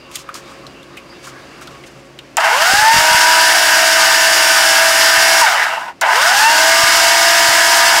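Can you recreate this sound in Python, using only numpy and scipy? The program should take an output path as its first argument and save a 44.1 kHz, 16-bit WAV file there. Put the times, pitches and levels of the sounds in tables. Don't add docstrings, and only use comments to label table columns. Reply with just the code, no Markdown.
import sys
import numpy as np
from scipy import signal
from scipy.fft import rfft, irfft
from scipy.io import wavfile
from scipy.ndimage import uniform_filter1d, minimum_filter1d

SR = 44100
rng = np.random.default_rng(int(sys.argv[2]) if len(sys.argv) > 2 else 0)


def store_wav(level_fs):
    pcm = np.round(np.clip(np.atleast_2d(level_fs), -1, 1) * 32767)
    wavfile.write(sys.argv[1], SR, pcm.T.astype(np.int16))


N = 352800

# f/Hz, filter width/Hz, relative level/dB
HOUSING_MODES = [(655, 50, -3), (774, 265, -5), (926, 213, 0), (1264, 200, -3), (1521, 236, 3.5),
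                 (1780, 680, -3), (2133, 410, -5.5), (2755, 390, -6), (3020, 330, -11), (3680, 720, -17)]
# switched on t/s, released t/s, top speed/(turns/s), creep of that speed/(turns/s per s)
TRIGGER_PULLS = [(2.37, 5.416, 322.75, 2.58), (6.015, 9, 339.3, -.8)]
# motor stops straining t/s, upper multiple against the ripple table/dB,
# clatter base level/dB, fan air base level/dB
PULL_LEVELS = [(3.5, -2, -21.5, -15), (6.58, 2, -21, -14)]
SPIN_UP_S = .332


def planer():
    # multiple, full-speed level/dB in pull 1, the same in pull 2
    rotor_lines = [(1, -40, -38), (2, -21.5, -22.5), (4, -33.5, -32), (7, -30.5, -45), (8, -30, -50),
                   (9, -30, -41), (14, -48, -37), (15, -26.5, -27.5), (16, -33.5, -35), (17, -27.5, -37),
                   (18, -49, -44), (21, -32, -32), (22, -48, -38), (24, -37.5, -33), (29, -32, -36),
                   (33, -34, -41), (34, -43, -52), (39, -36.5, -51), (45, -43, -56)]
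    drum_lines = [(1, -46, -43), (2, -34, -34), (3, -25.5, -20.5), (4, -32.5, -33), (5, -22.5, -22),
                  (6, -27, -26), (7, -26, -25.5), (8, -37, -38.5), (9, -50, -52)]
    belt_lines = [(11, -31, -31), (12, -31, -36), (16, -36.5, -31), (18, -32.5, -28.5), (21, -32.5, -36),
                  (24, -30, -28), (26, -32.5, -24), (27, -25, -35), (29, -37, -41), (33, -41, -41),
                  (36, -34.5, -35), (41, -33, -52)]
    # t/s, extra clatter level/dB, extra air level/dB
    lurches = [(2.372, 0.5, 16), (2.405, -1, 7), (2.447, 4, 6), (2.62, 2, 6), (5.47, 8.5, 0),
               (5.635, 0.5, 6), (5.885, 7, 5), (6.018, 3, 15), (6.16, 2, 3), (6.218, 1, 5), (6.32, 4, -3)]
    lurch_s = .014
    motor_teeth, drum_teeth, belt_teeth = 15, 16, 75

    speed, strain, braking, pull, on = motor()
    turns = np.cumsum(speed) / SR
    share = speed / np.transpose(TRIGGER_PULLS)[2, pull]
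    lurch_db, lurch_air_db = sum(np.outer([clatter_db, air_db], bump(s, lurch_s / 2, lurch_s))
                                 for s, clatter_db, air_db in lurches)

    lines = torque_ripple(speed, turns, share, strain, braking, pull)
    lines = lines + tones(speed, turns, rotor_lines, 1, waver_db=1.4)
    lines = lines + tones(speed, turns, drum_lines, motor_teeth / drum_teeth, waver_db=1.93)
    lines = lines + tones(speed, turns, belt_lines, motor_teeth / belt_teeth, waver_db=3.0)
    rattle = housing_clatter(speed, turns, share, strain, braking, pull, on, motor_teeth, lurch_db)
    return on * lines + rattle + on * fan_air(turns, share, braking, pull, lurch_air_db)


def motor():
    head_start_s, ease_s = .016, .12
    brake_s, friction_turns, crawl_turns = .364, 93, 11
    s = np.arange(N) / SR
    pull = (s > TRIGGER_PULLS[1][0]).astype(int)
    start, release, top, creep = np.transpose(TRIGGER_PULLS)[:, pull]
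    driven = np.clip(s, start, release) - start
    speed = (top + creep * driven) * np.tanh((driven + head_start_s) / SPIN_UP_S)
    braking = s > release
    speed = (speed + friction_turns) * np.exp(braking * (release - s) / brake_s) - friction_turns
    eased = np.transpose(PULL_LEVELS)[0, pull]
    strain = np.maximum(np.clip(.5 + (eased - s) / ease_s, 0, 1), braking)
    return np.maximum(speed, crawl_turns), strain, braking, pull, (s > start) & (speed > crawl_turns)


def torque_ripple(speed, turns, share, strain, braking, pull):
    # speed/(turns/s), then level/dB of the 3rd, 6th, 5th and upper multiple
    ripple_table = [(40, -60, -51, -64, -70), (100, -50, -30, -51, -60), (135, -31.5, -18, -44, -50),
                    (209, -21.5, -21, -36, -42), (257, -16.5, -15, -34, -34), (286, -16, -17.5, -28, -30),
                    (302, -4.5, -14, -26, -15), (307.3, -13, -22, -20, -23), (324, -13.5, -36, -15.5, -34)]
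    eased_levels = (-28, -29, -25.5, -39)
    braked_shifts = (0.5, -6.5, -16, -8)
    brake_fades = (-16, 4, 0, -10)
    upper_multiple = (7, 9)
    full_brake_turns = 300
    flutter_db, flutter_rad = 16, 1.4
    hold_fade = -6

    at, *strained_levels = np.transpose(ripple_table)
    look_up = np.where(braking, np.minimum(speed, full_brake_turns), speed)
    since = np.arange(N) / SR - np.transpose(TRIGGER_PULLS)[0, pull]
    fade_db = ~braking * hold_fade * np.maximum(since - 2 * SPIN_UP_S, 0)
    slow = np.clip(1 - share, 0, 1) ** 2
    levels = []
    for strained, eased, braked, brake_fade in zip(strained_levels, eased_levels, braked_shifts, brake_fades):
        loaded = np.interp(look_up, at, strained) + braking * (braked + brake_fade * (1 - share)) + fade_db
        levels.append(eased + strain * (loaded - eased) - flutter_db * slow * abs(walk(25)))
    third_db, sixth_db, fifth_db, upper_db = levels
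    upper_db = upper_db + np.transpose(PULL_LEVELS)[1, pull]

    third = 2 * np.pi * 3 * turns + flutter_rad * slow * walk(40)
    ripple = undb(third_db + 0.86 * walk(25)) * np.sin(third)
    ripple += undb(sixth_db + 0.95 * walk(35)) * np.sin(2 * third)
    ripple += undb(upper_db + 2.5 * walk(20)) * np.sin(third * np.take(upper_multiple, pull) / 3)
    ripple += undb(fifth_db + 2.2 * walk(8)) * np.sin(2 * np.pi * 5 * turns)
    return np.sqrt(2) * ripple


def tones(speed, turns, rows, ratio, waver_db):
    step = 64
    slow, second = speed[::step], np.arange(0, N, step) / SR > 6
    full = np.where(second, 338, 329)
    out = 0
    for k, first_db, second_db in rows:
        order = k * ratio
        db = np.where(second, second_db, first_db) + (85 + 5 * order) * np.log10(slow / full)
        db = db + np.minimum(2.0 * (housing_db(order * slow) - housing_db(order * full)), 2.5)
        gain = np.repeat(undb(db), step)[:N] * undb(waver_db * walk(9))
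        wobble = .012 * walk(30) * (1 + order / 12)
        out = out + gain * np.sin(2 * np.pi * (order * turns + rng.random() + wobble))
    return np.sqrt(2) * out


def housing_db(hz):
    power = sum(undb(2 * db) / (1 + (2 * (hz - f) / w) ** 2) for f, w, db in HOUSING_MODES)
    return 10 * np.log10(power)


def housing_clatter(speed, turns, share, strain, braking, pull, on, motor_teeth, lurch_db):
    strain_db = 1
    boom_slow_db, boom_fast_db = 5.5, -1.5
    dying_turns, dying_db_per_decade = 140, 23.5

    db = np.transpose(PULL_LEVELS)[2, pull] + strain_db * strain * ~braking + lurch_db
    db = db + braking * dying_db_per_decade * np.log10(np.minimum(speed / dying_turns, 1))
    low_db = boom_slow_db + (boom_fast_db - boom_slow_db) * share

    tooth = (turns * motor_teeth).astype(int)
    spread_db = np.clip(speed / 50, 1, 2.4)
    force = undb(spread_db * rng.standard_normal(tooth[-1] + 1)[tooth])
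    throb_depth = np.clip(1 - speed / 300, .1, .3)
    throb = np.exp(throb_depth * np.cos(2 * np.pi * turns + .6 * walk(30)))
    shake = on * force * throb

    clatter = 0
    for f, w, mode_db in HOUSING_MODES:
        gain = undb(mode_db + (f < 1000) * low_db + 2.0 * walk(20))
        clatter = clatter + gain * ring(ring(shake * rng.standard_normal(N), f, w), f, w)
    return undb(db) * band_level(clatter, 933, 1511)


def fan_air(turns, share, braking, pull, lurch_air_db):
    # f/Hz, relative level per Hz/dB
    air_tone = [(1410, -20), (2400, -10), (2700, -0.5), (4100, -4), (4770, 1.5), (5410, 0.5), (6230, -3.5),
                (7010, -4), (10900, -12), (11700, -14), (13000, -13.5), (15800, -19.5)]
    draught_tone = [(20, -2), (60, 4), (130, -4.0), (250, 3), (500, 12), (700, -5)]
    driven_db_per_decade, braked_db_per_decade, braked_db = 22, 27.5, -2.5

    db = np.transpose(PULL_LEVELS)[3, pull] + lurch_air_db + braking * braked_db
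    db = db + np.where(braking, braked_db_per_decade, driven_db_per_decade) * np.log10(share)
    chop = 1 + 0.049 * np.cos(2 * np.pi * turns + .8)
    air = colour(rng.standard_normal(N), air_tone) * chop * undb(0.91 * walk(40))
    draught = colour(rng.standard_normal(N), draught_tone) * undb(1.1 * walk(12))
    return undb(db) * (band_level(air, 2800, 12000) + level(draught, -21.0))


def hands():
    # t/s, body peak level/dB, centre f/Hz, burst t60/s, tick against body level/dB
    knocks = [(.114, -32, 3000, .05, 0), (0.156, -17.5, 3530, 0.038, 7), (.160, -31, 3000, 0.033, 0),
              (.170, -25, 3000, .02, 0), (.289, -16, 1340, 0.056, -21), (.342, -24.5, 5000, 0.042, 0),
              (.351, -23.5, 1220, 0.075, -12), (.667, -24, 4100, 0.044, -22), (0.829, -34, 3500, .04, -7),
              (0.97, -22, 2420, 0.081, -10), (1.127, -29, 1290, .05, -25), (1.27, -24, 1340, .08, -4),
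              (1.612, -27, 1400, .06, -6), (1.622, -31, 1700, 0.073, -9), (1.673, -26, 3700, 0.033, -10),
              (1.677, -26, 1480, 0.035, -20), (1.750, -32, 1410, .05, -20), (1.837, -29, 2300, .05, -19),
              (2.189, -21.5, 2950, 0.033, -24), (2.3693, -7, 7200, 0.011, 0),
              (6.012, -17.5, 6000, .04, 8.5)]
    # loudest moment t/s, level/dB, rise/s, fall/s
    rubs = [(.155, -40, .04, 0.063), (.36, -35.5, 0.013, 0.04), (.5, -51, .05, 0.066),
            (1.275, -42, 0.045, .03), (1.625, -41, .012, .014), (1.9, -49, 0.22, .3)]
    # f/Hz, relative level per Hz/dB
    rub_tone = [(700, -13), (1500, -6), (3000, -1.5), (7000, -1), (15000, -20)]
    # f/Hz, filter width/Hz, level before wavering/dB
    creak_modes = [(1142, 350, -48), (1590, 470, -54.5), (2260, 200, -59), (2770, 340, -55),
                   (3730, 820, -61.5), (4780, 460, -59), (6960, 650, -76)]
    rub_idle_db = -77.5

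    rub = undb(rub_idle_db) + sum(undb(db) * bump(s, rise, fall) for s, db, rise, fall in rubs)
    skin = band_level(colour(rng.standard_normal(N), rub_tone), 4100, 14000)
    out = rub * undb(3.8 * walk(60.1)) * skin
    for hz, width, db in creak_modes:
        creak = ring(ring(rng.standard_normal(N), hz, width), hz, width)
        out += undb(4.5 * walk(22)) * level(creak, db)
    out *= np.clip((2.2 - np.arange(N) / SR) / 0.63, 0, 1)

    t = np.arange(SR // 5) / SR
    for s, db, hz, t60, tick_db in knocks:
        burst = rng.standard_normal(len(t)) * np.exp(-np.log(1000) * t / t60)
        body = ring(ring(burst, hz, 0.21 * hz), hz, 2.8 * hz)
        tick = ring(burst, 6100, 4600)
        knock = body / abs(body).max() + undb(tick_db) * tick / abs(tick).max()
        i = int(s * SR)
        out[i:i + len(t)] += undb(db) * knock
    return out


def gusts():
    # t/s, dip level/dB, time scale/s (the dip lies one time scale after t)
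    puffs = [(2.736, -11.5, 0.001), (2.75, -26, 0.0026), (2.787, -24, 0.0032), (2.824, -26, 0.0029),
             (2.942, -17, 0.0015), (2.964, -15, 0.0018), (2.984, -18, 0.0025), (3.009, -25, 0.0025),
             (3.114, -24, 0.0021), (3.146, -18, 0.0021), (5.179, -27, 0.0025), (6.836, -20, 0.0023),
             (7.489, -25, 0.0025)]
    out, t = np.zeros(N), np.arange(N) / SR
    for s, db, length in puffs:
        u = (t - s - length) / length
        out += undb(db) * (u ** 2 * 1.3 - 1) * np.exp(-u ** 2)
    return out


def shop():
    # f/Hz, relative level per Hz/dB
    wash_tone = [(18, -46), (30, -10.5), (353, 3.5), (483, -3), (537, 0.5), (860, -6), (1120, -7),
                 (2730, -9.5), (3830, -17), (4730, -14), (15800, -31)]
    # t/s, level/dB
    background_course = [(0.0, -40.5), (1.71, -40), (2.15, -42.5), (2.36, -42.5)]
    # f/Hz, level at the start/dB
    hum_lines = [(59.2, -58.5), (134.6, -51.5), (274.5, -55.5), (344.5, -50.5), (543.7, -51.5), (1109, -56)]

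    s, course_db = np.transpose([*background_course, (2.4, -49)])
    db = np.interp(np.arange(N) / SR, s, course_db)
    wash, swell = colour(rng.standard_normal(N), wash_tone), walk(2.87)
    bands = 0
    for hz in 40 * 2. ** np.arange(0, 8.6, .75):
        bands = bands + undb(1.8 * swell + 0.94 * walk(8.03)) * ring(wash, hz, 1.8 * hz)
    mains_hz, mains_db = hum_lines[0]
    hum = level(np.sin(2 * np.pi * mains_hz * np.arange(N) / SR), mains_db)
    for hz, hum_db in hum_lines[1:]:
        hum = hum + level(ring(ring(rng.standard_normal(N), hz, 12), hz, 12), hum_db)
    return undb(db) * (band_level(bands, 100, 3000) + hum / undb(db[0]))


def undb(db):
    return 10 ** (np.asarray(db) / 20)


def level(x, db):
    return x * undb(db) / np.sqrt(np.mean(x ** 2))


def band_level(x, lo_hz, hi_hz):
    power = abs(rfft(x)[int(lo_hz * N / SR):int(hi_hz * N / SR)]) ** 2
    return x * N / np.sqrt(2 * power.sum())


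def colour(x, points):
    hz, db = np.transpose(points)
    f = np.log(np.arange(len(x) // 2 + 1) * SR / len(x) + 1)
    return irfft(rfft(x) * undb(np.interp(f, np.log(hz), db)), len(x))


def ring(x, hz, width):
    return signal.lfilter(*signal.iirpeak(hz, hz / width, fs=SR), x)


def walk(rate):
    k = int(SR / rate)
    steps = np.repeat(rng.standard_normal(N // k + 1), k)
    return 1.39 * uniform_filter1d(uniform_filter1d(steps, k), k)[:N]


def bump(s, rise, fall):
    t = np.arange(N) / SR - s
    return np.exp(-(t / np.where(t < 0, rise, fall)) ** 2)


def scene():
    near = planer() + hands()
    t = np.arange(SR // 4) / SR
    room = rng.standard_normal(len(t)) * np.exp(-np.log(1000) * t / 0.12) * (t > .004)
    wet = signal.fftconvolve(near, room / np.sqrt(np.sum(room ** 2)))[:N]
    mono = near + undb(-13.5) * wet + gusts() + shop()
    return np.array([mono, mono])


def record(dry):
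    top_hz = 15750
    gain = minimum_filter1d(.97 / np.maximum(abs(dry), .97), size=121)
    held = dry * uniform_filter1d(gain, size=133)
    low_pass = signal.ellip(10, .2, 60, top_hz, fs=SR, output="sos")
    return np.clip(signal.sosfilt(low_pass, held), -1, 1)


dry = scene()
out = record(dry)
store_wav(out)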